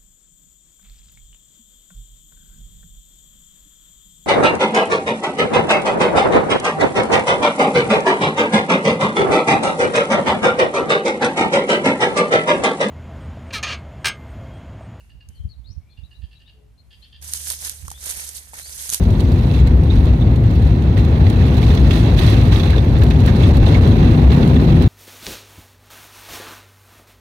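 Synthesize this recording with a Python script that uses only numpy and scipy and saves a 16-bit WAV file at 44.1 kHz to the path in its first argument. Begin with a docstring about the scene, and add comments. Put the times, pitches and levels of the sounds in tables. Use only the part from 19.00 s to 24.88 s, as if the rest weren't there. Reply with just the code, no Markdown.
"""Inside an airliner rolling out on a runway after landing, at a window over the wing.
From the start the wheels send a deep, surging rumble through the airframe, engines and air roar, and
the shaking rattles panels and ticks plastic fittings. From half a second on, pavement jolts bring
flurries, loose panels knock and rubbing plastic squeaks. The knocks crowd in past the middle, and the
roar swells to the end. Two microphone ports colour it all differently; a limiter holds the peaks."""
import sys
import numpy as np
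from scipy import signal
from scipy.fft import rfft, irfft
from scipy.io import wavfile
from scipy.ndimage import uniform_filter1d, minimum_filter1d

SR = 44100
rng = np.random.default_rng(int(sys.argv[2]) if len(sys.argv) > 2 else 0)


def wav_record(signal):
    """Record a signal, one row per channel, as 16-bit PCM in the file named by sys.argv[1]."""
    frames = np.transpose(np.atleast_2d(signal))
    bounded = np.clip(frames, -1, 1)
    # unit amplitude maps onto the largest positive 16-bit level
    quanta = np.round(bounded * 32767).astype(np.int16)
    wavfile.write(sys.argv[1], SR, quanta)


N = 259308
TIME = np.arange(N) / SR
BINS = np.fft.rfftfreq(N, 1 / SR)


def amp(db):
    """Decibels to amplitude ratio."""
    return 10 ** (np.asarray(db) / 20)


def unit(x):
    """Normalisation to rms 1; a stereo pair by the mean of its channels."""
    return x / np.sqrt(np.mean(np.atleast_2d(x).mean(0) ** 2) + 1e-20)


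def across(points, hz):
    """Interpolation of a table on a log-frequency axis."""
    f, value = np.transpose(points)
    return np.interp(np.log(hz + 1), np.log(f + 1), value)


def level(curve, column=1):
    """Amplitude envelope from one dB column; table levels are relative, ahead of the mixing gains."""
    rows = np.array(curve)
    return amp(np.interp(TIME, rows[:, 0], rows[:, column]))


def coloured(x, spectrum):
    """Spectral shaping, falling 12 dB per octave below the first point."""
    skirt = np.minimum(BINS / spectrum[0][0], 1) ** 2
    return irfft(rfft(x) * amp(across(spectrum, BINS)) * skirt, N)


def steadied(x, span_s):
    """Division by the running rms evens out slow changes and leaves the quick flutter."""
    window = signal.windows.hann(int(span_s * SR) + 3)
    weight = signal.fftconvolve(np.ones(N), window, "same")
    power = signal.fftconvolve((x ** 2).mean(0), window, "same") / weight
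    return unit(x / np.sqrt(abs(power) + 1e-20))


def wander(low_hz, high_hz):
    """Band-limited pink noise: slow random motion between two rates."""
    shape = (BINS > low_hz) / np.sqrt(BINS + low_hz) / (1 + (BINS / high_hz) ** 2)
    return unit(irfft(rfft(rng.standard_normal(N)) * shape, N))


def add(mix, start_s, sound):
    """Superposition of a sound on the mix."""
    part = mix[:, max(round(start_s * SR), 0):][:, :sound.shape[1]]
    part += sound[:, :part.shape[1]]


# likeness of the cabin sound at the two ports: frequency_hz, correlation
COHERENCE = [(60, 0.99), (150, 0.99), (270, 0.97), (400, 0.88), (500, 0.71), (620, 0.44), (850, 0.16),
             (1200, -0.47), (1600, -0.34), (2100, -0.037)]
def cabin_noise(spectrum):
    """Diffuse-field coherence: two ports hear alike in the bass, unrelated in the treble."""
    left, independent = rfft(rng.standard_normal((2, N)))
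    alike = np.clip(across(COHERENCE, BINS), -1, 1)
    right = alike * left + np.sqrt(1 - alike ** 2) * independent
    return coloured(irfft(np.array([left, right]), N), spectrum)


# spectra of the fuselage's throb and the floor's drumming: frequency_hz, level_db
THROB_SPECTRUM = [(15, -16), (25, -10), (34, -18.5), (44, -13.5), (56, -2.5), (68, 0.5), (78, -6.5),
                  (90, -23.5), (130, -33.5), (300, -96.5)]
DRUM_SPECTRUM = [(55, -49), (72, -18), (84, 0.5), (100, 0.5), (114, -0.5), (130, -7), (160, -14.5),
                 (300, -54), (1000, -78)]
# surges of the throb over uneven pavement: centre_s, length_s, lift_db
SURGES = [(0.097, 0.029, 5), (0.677, 0.15, 7.5), (0.99, 0.086, 8), (1.134, 0.032, 8.5), (1.666, 0.072, 5),
          (2.256, 0.047, 6.5), (2.664, 0.089, 4), (2.838, 0.096, 9), (3.175, .08, 6.5), (3.543, 0.16, 2.5),
          (4.03, 0.3, 4), (4.622, 0.17, 8), (4.99, .16, 3.5), (5.27, 0.086, 10), (5.587, 0.078, 5),
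          (5.838, .1, 4)]
# drumming of the cabin floor: time_s, level_db
DRUM_LEVELS = [(0, -14.5), (1.15, -15.5), (1.43, -10.5), (1.65, -15), (2.4, -12.5), (3.1, -13.5),
               (3.4, -9.5), (3.8, -15), (4.3, -10.5), (4.85, -9.5), (5.45, -15), (5.88, -11)]
def wheels():
    """Structure-borne sound: rough pavement drives the lowest fuselage resonances and the floor."""
    surge_db = sum(db * np.exp(-2 * ((TIME - s) / length_s) ** 2) for s, length_s, db in SURGES)
    throb = amp(-15 + surge_db) * steadied(cabin_noise(THROB_SPECTRUM), span_s=0.34)
    drum = level(DRUM_LEVELS) * steadied(cabin_noise(DRUM_SPECTRUM), span_s=0.47)
    return throb + amp(-0.5) * drum


# spectra of the roar's two bands: frequency_hz, level_db
BOOM_SPECTRUM = [(80, -74), (125, -1.5), (145, 2.5), (185, -3), (215, -4), (238, -2), (262, -4.5),
                 (285, -17), (340, -14.5), (430, -33.5), (700, -64)]
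RUSH_SPECTRUM = [(200, -30), (285, 4), (335, 2.5), (385, 1.5), (455, -3.5), (505, -2.5), (560, -7),
                 (800, -9.5), (1000, -13), (1250, -18), (2200, -23), (3600, -35.5), (4300, -34),
                 (5000, -44), (12000, -76)]
# swell of engines and air: time_s, boom_db, rush_db
ROAR_LEVELS = [(0, -19, -30), (1.6, -19.5, -30.5), (3.0, -16.5, -26), (3.7, -20, -27.5), (4.3, -14.5, -27),
               (4.6, -15.5, -24), (5.1, -11.5, -23.5), (5.88, -11, -24.5)]
def roar():
    """Transmission through the cabin wall: engines and air arrive as a boom and a gusty rush above it."""
    boom = steadied(cabin_noise(BOOM_SPECTRUM), span_s=0.23)
    gusts = amp(0.87 * wander(1.6, 33))
    rush = steadied(cabin_noise(RUSH_SPECTRUM) * gusts, span_s=0.3)
    return amp(-0.1) * level(ROAR_LEVELS, 1) * boom + amp(2.5) * level(ROAR_LEVELS, 2) * rush


def contact(hz, width_hz, ring_db, rise_s, decay_s, echo_db, size=4096):
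    """Impact excitation: a short scrape rings one resonance, and seats and walls scatter it."""
    t, f = np.arange(size) / SR, np.fft.rfftfreq(size, 1 / SR)
    echo = amp(echo_db) * np.exp(-t / .018)
    envelope = (1 - np.exp(-t / rise_s)) ** 2 * (np.exp(-t / decay_s) + echo)
    scrape = rng.standard_normal((2, size)) * envelope
    resonance = 1 + amp(ring_db) / (1 + 2j * (f - hz) / width_hz)
    return unit(irfft(rfft(scrape) * resonance))


def rattle(shake, spectrum, band_hz, density, flutter_db, width_hz, ring_db, decay_s, parts=28):
    """A Poisson process: loose parts strike at random, more often the harder they are shaken."""
    out = np.zeros((2, N))
    chance = density / parts / SR * unit(shake) ** 0.65
    for hz in np.geomspace(*band_hz, parts):
        hits = (rng.random(N) < chance) * amp(2.5 * np.minimum(rng.exponential(1, N), 3))
        ring = contact(hz, width_hz, ring_db, rise_s=0.00035, decay_s=decay_s, echo_db=-19)
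        out += signal.oaconvolve(hits[None], ring, axes=1)[:, :N]
    flutter = amp(flutter_db * wander(2.7, 45))
    return shake * flutter * steadied(coloured(out, spectrum), span_s=0.11)


# spectra of wall panels and plastic fittings: frequency_hz, level_db
PANEL_SPECTRUM = [(500, 4), (1000, 3), (1230, 0.5), (1380, -3), (1650, -1.5), (1880, -1.5), (2050, 0.5),
                  (2260, -3.5), (2400, -2), (2600, 1), (3100, -2.5), (3520, 3.5), (4150, 1), (4900, -11),
                  (6300, -13.5), (9000, -32)]
FITTING_SPECTRUM = [(2000, -0.5), (4000, 16), (5200, 2.5), (6200, 4), (6800, -2), (7400, 1), (8000, -5),
                    (8770, -0.5), (9700, -3), (11900, -2), (13800, -7), (14900, -3), (16000, -3.5)]
# steady shaking of the trim: time_s, panel_db, fitting_db
SHAKE_LEVELS = [(0, -46, -55.5), (.5, -40, -53.5), (.77, -46, -63), (1.0, -42, -57), (1.42, -45, -64.5),
                (1.55, -41, -55.5), (1.8, -43, -61.5), (2.35, -38, -56.5), (2.7, -35, -48), (3.1, -35, -50),
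                (3.6, -35.5, -49.5), (3.95, -40.5, -55.5), (4.45, -35, -51.5), (4.7, -34, -50),
                (5.22, -34.5, -55), (5.4, -37, -52.5), (5.88, -34.5, -54)]
def trim(jolt_db):
    """Forced vibration: the same shaking rattles panels and, higher in pitch, small plastic fittings."""
    panel_shake = level(SHAKE_LEVELS, 1) * amp(jolt_db)
    fitting_shake = level(SHAKE_LEVELS, 2) * amp(1.16 * jolt_db)  # light parts answer a jolt more
    panels = rattle(panel_shake, PANEL_SPECTRUM, band_hz=(1113, 3950), density=1300,
                    flutter_db=1.35, width_hz=150, ring_db=7.5, decay_s=0.002)
    fittings = rattle(fitting_shake, FITTING_SPECTRUM, band_hz=(4420, 14670), density=760,
                      flutter_db=1.2, width_hz=420, ring_db=10.5, decay_s=0.0025)
    return amp(-2.16) * panels + amp(5.0) * fittings


def blows(rows, spectrum, width_hz, rise_s, base_decay_s, hardening, size=4096):
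    """Contact stiffening and damping: a harder blow is brighter, a freer ring lasts longer."""
    out, f = np.zeros((2, N)), np.fft.rfftfreq(2 * size, 1 / SR)
    usual_db = np.mean([row[1] for row in rows])
    for time_s, peak_db, hz, ring_db in rows:
        decay_s = base_decay_s * 2 ** (ring_db / 29)  # doubles for a ring 29 dB stronger
        ring = contact(hz, width_hz, ring_db, rise_s, decay_s, echo_db=-22)
        tilt_db = hardening * max(peak_db - usual_db, 0) * np.log2(1 + f / hz)
        blow = irfft(rfft(ring, 2 * size) * amp(across(spectrum, f) + tilt_db))[:, :size]
        peak = np.sqrt(2 * uniform_filter1d((blow ** 2).mean(0), size=200).max())
        add(out, time_s - rise_s, amp(peak_db) * blow / peak)
    return out


# single clicks of the fittings: time_s, peak_db, pitch_hz
CLICKS = [(0.037, -32, 11100), (0.105, -32, 12000), (0.198, -28, 12500), (0.205, -24.5, 12400),
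          (0.3187, -31.5, 7280), (0.539, -31, 7050), (0.6719, -28, 7510), (.835, -33, 13800),
          (1.055, -31, 7140), (1.359, -33.5, 6870), (1.461, -33.5, 7050), (1.509, -33, 6930),
          (1.6222, -34, 7210), (1.673, -35, 7090), (1.821, -32, 6860), (2.0487, -30.5, 6860),
          (2.299, -25, 8900), (2.569, -27, 6880), (2.6274, -31, 12000), (2.749, -27, 14700),
          (3.193, -22, 12000), (3.266, -26, 8990), (3.522, -36, 5800), (3.598, -31, 5800),
          (3.704, -25.5, 10700), (3.9848, -32, 6810), (4.016, -31, 11900), (4.035, -24, 11900),
          (4.103, -28, 7130), (4.203, -28.5, 7250), (4.261, -24, 9000), (4.569, -26, 7040),
          (4.874, -26.5, 14500), (5.476, -26, 9000), (5.822, -26, 8930)]
def clicks(ring_db=-0.5):
    """Impacts of hard plastic fittings excite high, quickly damped resonances."""
    rows = [(*row, ring_db) for row in CLICKS]
    return blows(rows, FITTING_SPECTRUM, width_hz=500, rise_s=0.001205, base_decay_s=.0038, hardening=0.7)


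# jolts from the pavement: start_s, lift_db, hold_s
JOLTS = [(.535, 4, 0.069), (0.905, 5, .06), (1.963, 9.5, 0.0091), (2.394, 3.5, 0.018), (2.76, -1.5, .025),
         (2.923, 4.5, .05), (3.164, 6, .15), (3.243, 1, 0.11), (3.515, 5.5, .055), (4.252, 5, 0.038),
         (4.405, 3.5, 0.044), (4.652, 2, 0.07), (5.295, 4.5, 0.038)]
def jolts(attack_s=.014, release_s=.035):
    """Transient excitation: each jolt shifts the shaking, in dB, then holds and decays exponentially."""
    lift_db = np.zeros(N)
    for start_s, db, hold_s in JOLTS:
        t = TIME - start_s
        lift_db += db * np.clip(t / attack_s, 0, 1) * np.exp(-np.maximum(t - hold_s, 0) / release_s)
    return lift_db


# single knocks of loose panels: time_s, peak_db, pitch_hz, ring_db
KNOCKS = [(0.536, -27, 2620, 15), (0.6729, -26.5, 2200, 15), (1.971, -27, 1880, 22), (2.266, -23, 2000, 8),
          (2.579, -21, 2520, 3), (2.627, -18.5, 2300, 9), (2.663, -21.5, 3880, -2), (2.703, -21, 3600, 3),
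          (2.773, -16, 3420, 5), (2.9088, -13, 3400, 3), (3.1882, -16, 3520, 12), (3.275, -17, 4000, 19),
          (3.5204, -19, 3350, 11), (3.5594, -18, 3700, 12), (3.597, -15, 3450, 7), (3.633, -17.5, 3580, 5),
          (3.655, -23, 3700, 2), (3.7, -21, 2100, 15), (3.731, -18, 1650, 22), (3.761, -20, 3530, 1),
          (3.7804, -17.5, 3540, 6), (4.0183, -19.5, 1650, 21), (4.108, -18, 2630, 4),
          (4.2744, -16, 1650, 24), (4.4353, -17, 3400, 9), (4.6636, -18, 3700, 7), (4.745, -17.5, 2170, 16),
          (5.3174, -21, 3620, 4), (5.428, -18.5, 1480, 9), (5.5623, -21, 1800, 13)]
def knocks():
    """Damped free vibration: a loose panel strikes and rings at its own pitch."""
    return blows(KNOCKS, PANEL_SPECTRUM, width_hz=110, rise_s=0.001158, base_decay_s=.0063, hardening=0.58)


# plastic rubbing on plastic: start_s, level_db, pitch_hz, length_s
SQUEAKS = [(0.892, -30.5, 3720, .024), (1.201, -36, 3590, 0.033), (2.403, -35, 1850, 0.028),
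           (5.548, -33, 3500, .035)]
def squeaks(width_hz=140, size=4096):
    """Stick-slip friction: uneven slips keep one narrow resonance ringing in a brief swell."""
    out, t, f = np.zeros((2, N)), np.arange(size) / SR, np.fft.rfftfreq(size, 1 / SR)
    for start_s, db, hz, length_s in SQUEAKS:
        slips = irfft(rfft(rng.standard_normal((2, size))) / (1 + 1j * (f - hz) / width_hz) ** 2)
        tone = np.cos(np.angle(signal.hilbert(slips)))  # constant amplitude, wavering pitch
        swell = np.sin(np.pi * np.minimum(t / length_s, 1) ** 1.8)
        add(out, start_s, amp(db) * tone * swell)
    return out


# resonances of the trim: pitch_hz, width_hz, lift_db
TRIM_MODES = [(1860, 123, 4), (2240, 100, 5), (2690, 130, 3.5), (3530, 51, -0.5), (3710, 130, 0.5),
              (8870, 220, 3.5), (11800, 300, 0.5), (14924, 250, 1)]
def trim_resonance(x):
    """Modal superposition: everything that rattles passes through the same resonances."""
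    body = 1 + sum((amp(db) - 1) / (1 + 2j * (BINS - hz) / width_hz) for hz, width_hz, db in TRIM_MODES)
    return irfft(rfft(x) * body, N)


def scene():
    """Superposition at the seat: rumble, roar and shaking trim, eased in and out over 3 ms."""
    rumble_and_roar = wheels() + roar()
    rattling = trim_resonance(trim(jolts()) + amp(-4.5) * clicks() + amp(-5.5) * knocks())
    edge_s = np.minimum(TIME, TIME[::-1])
    ease = np.sin(np.pi / 2 * np.minimum(edge_s / .003, 1)) ** 2
    return ease * (rumble_and_roar + rattling + amp(3.0) * squeaks())


# the right port rings near 4 kHz and has a null near 8 kHz: frequency_hz, left_minus_right_db
PORT_BALANCE = [(120, 1.55), (460, 2), (700, -1), (1050, -3), (2200, -7.5), (2900, -5), (3700, -13.5),
                (4400, -14), (5200, -5.5), (6400, -3.5), (7200, 13.5), (7900, 38), (8700, 11), (11000, 0.5)]
def record(dry, low_cut_hz=36, high_cut_hz=15800, ceiling=.95):
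    """Filtering and limiting: low cut, port colours, a fast look-ahead peak limiter, then a high cut."""
    ratio = amp(across(PORT_BALANCE, BINS))
    ports = np.array([ratio, np.ones_like(ratio)]) * np.sqrt(2 / (1 + ratio ** 2))
    low_cut = 1 / np.sqrt(1 + (low_cut_hz / (BINS + 1)) ** 8)
    ported = irfft(rfft(dry) * low_cut * ports, N)
    headroom = np.minimum(ceiling / (abs(ported).max(0) + 1e-9), 1)
    held = minimum_filter1d(headroom, size=600)
    gain = uniform_filter1d(uniform_filter1d(held, size=300), size=300)
    high_cut = signal.firwin(511, high_cut_hz, window=("kaiser", 9), fs=SR)
    return signal.oaconvolve(ported * gain, high_cut[None], "same")


dry = scene()
out = record(dry)
wav_record(out)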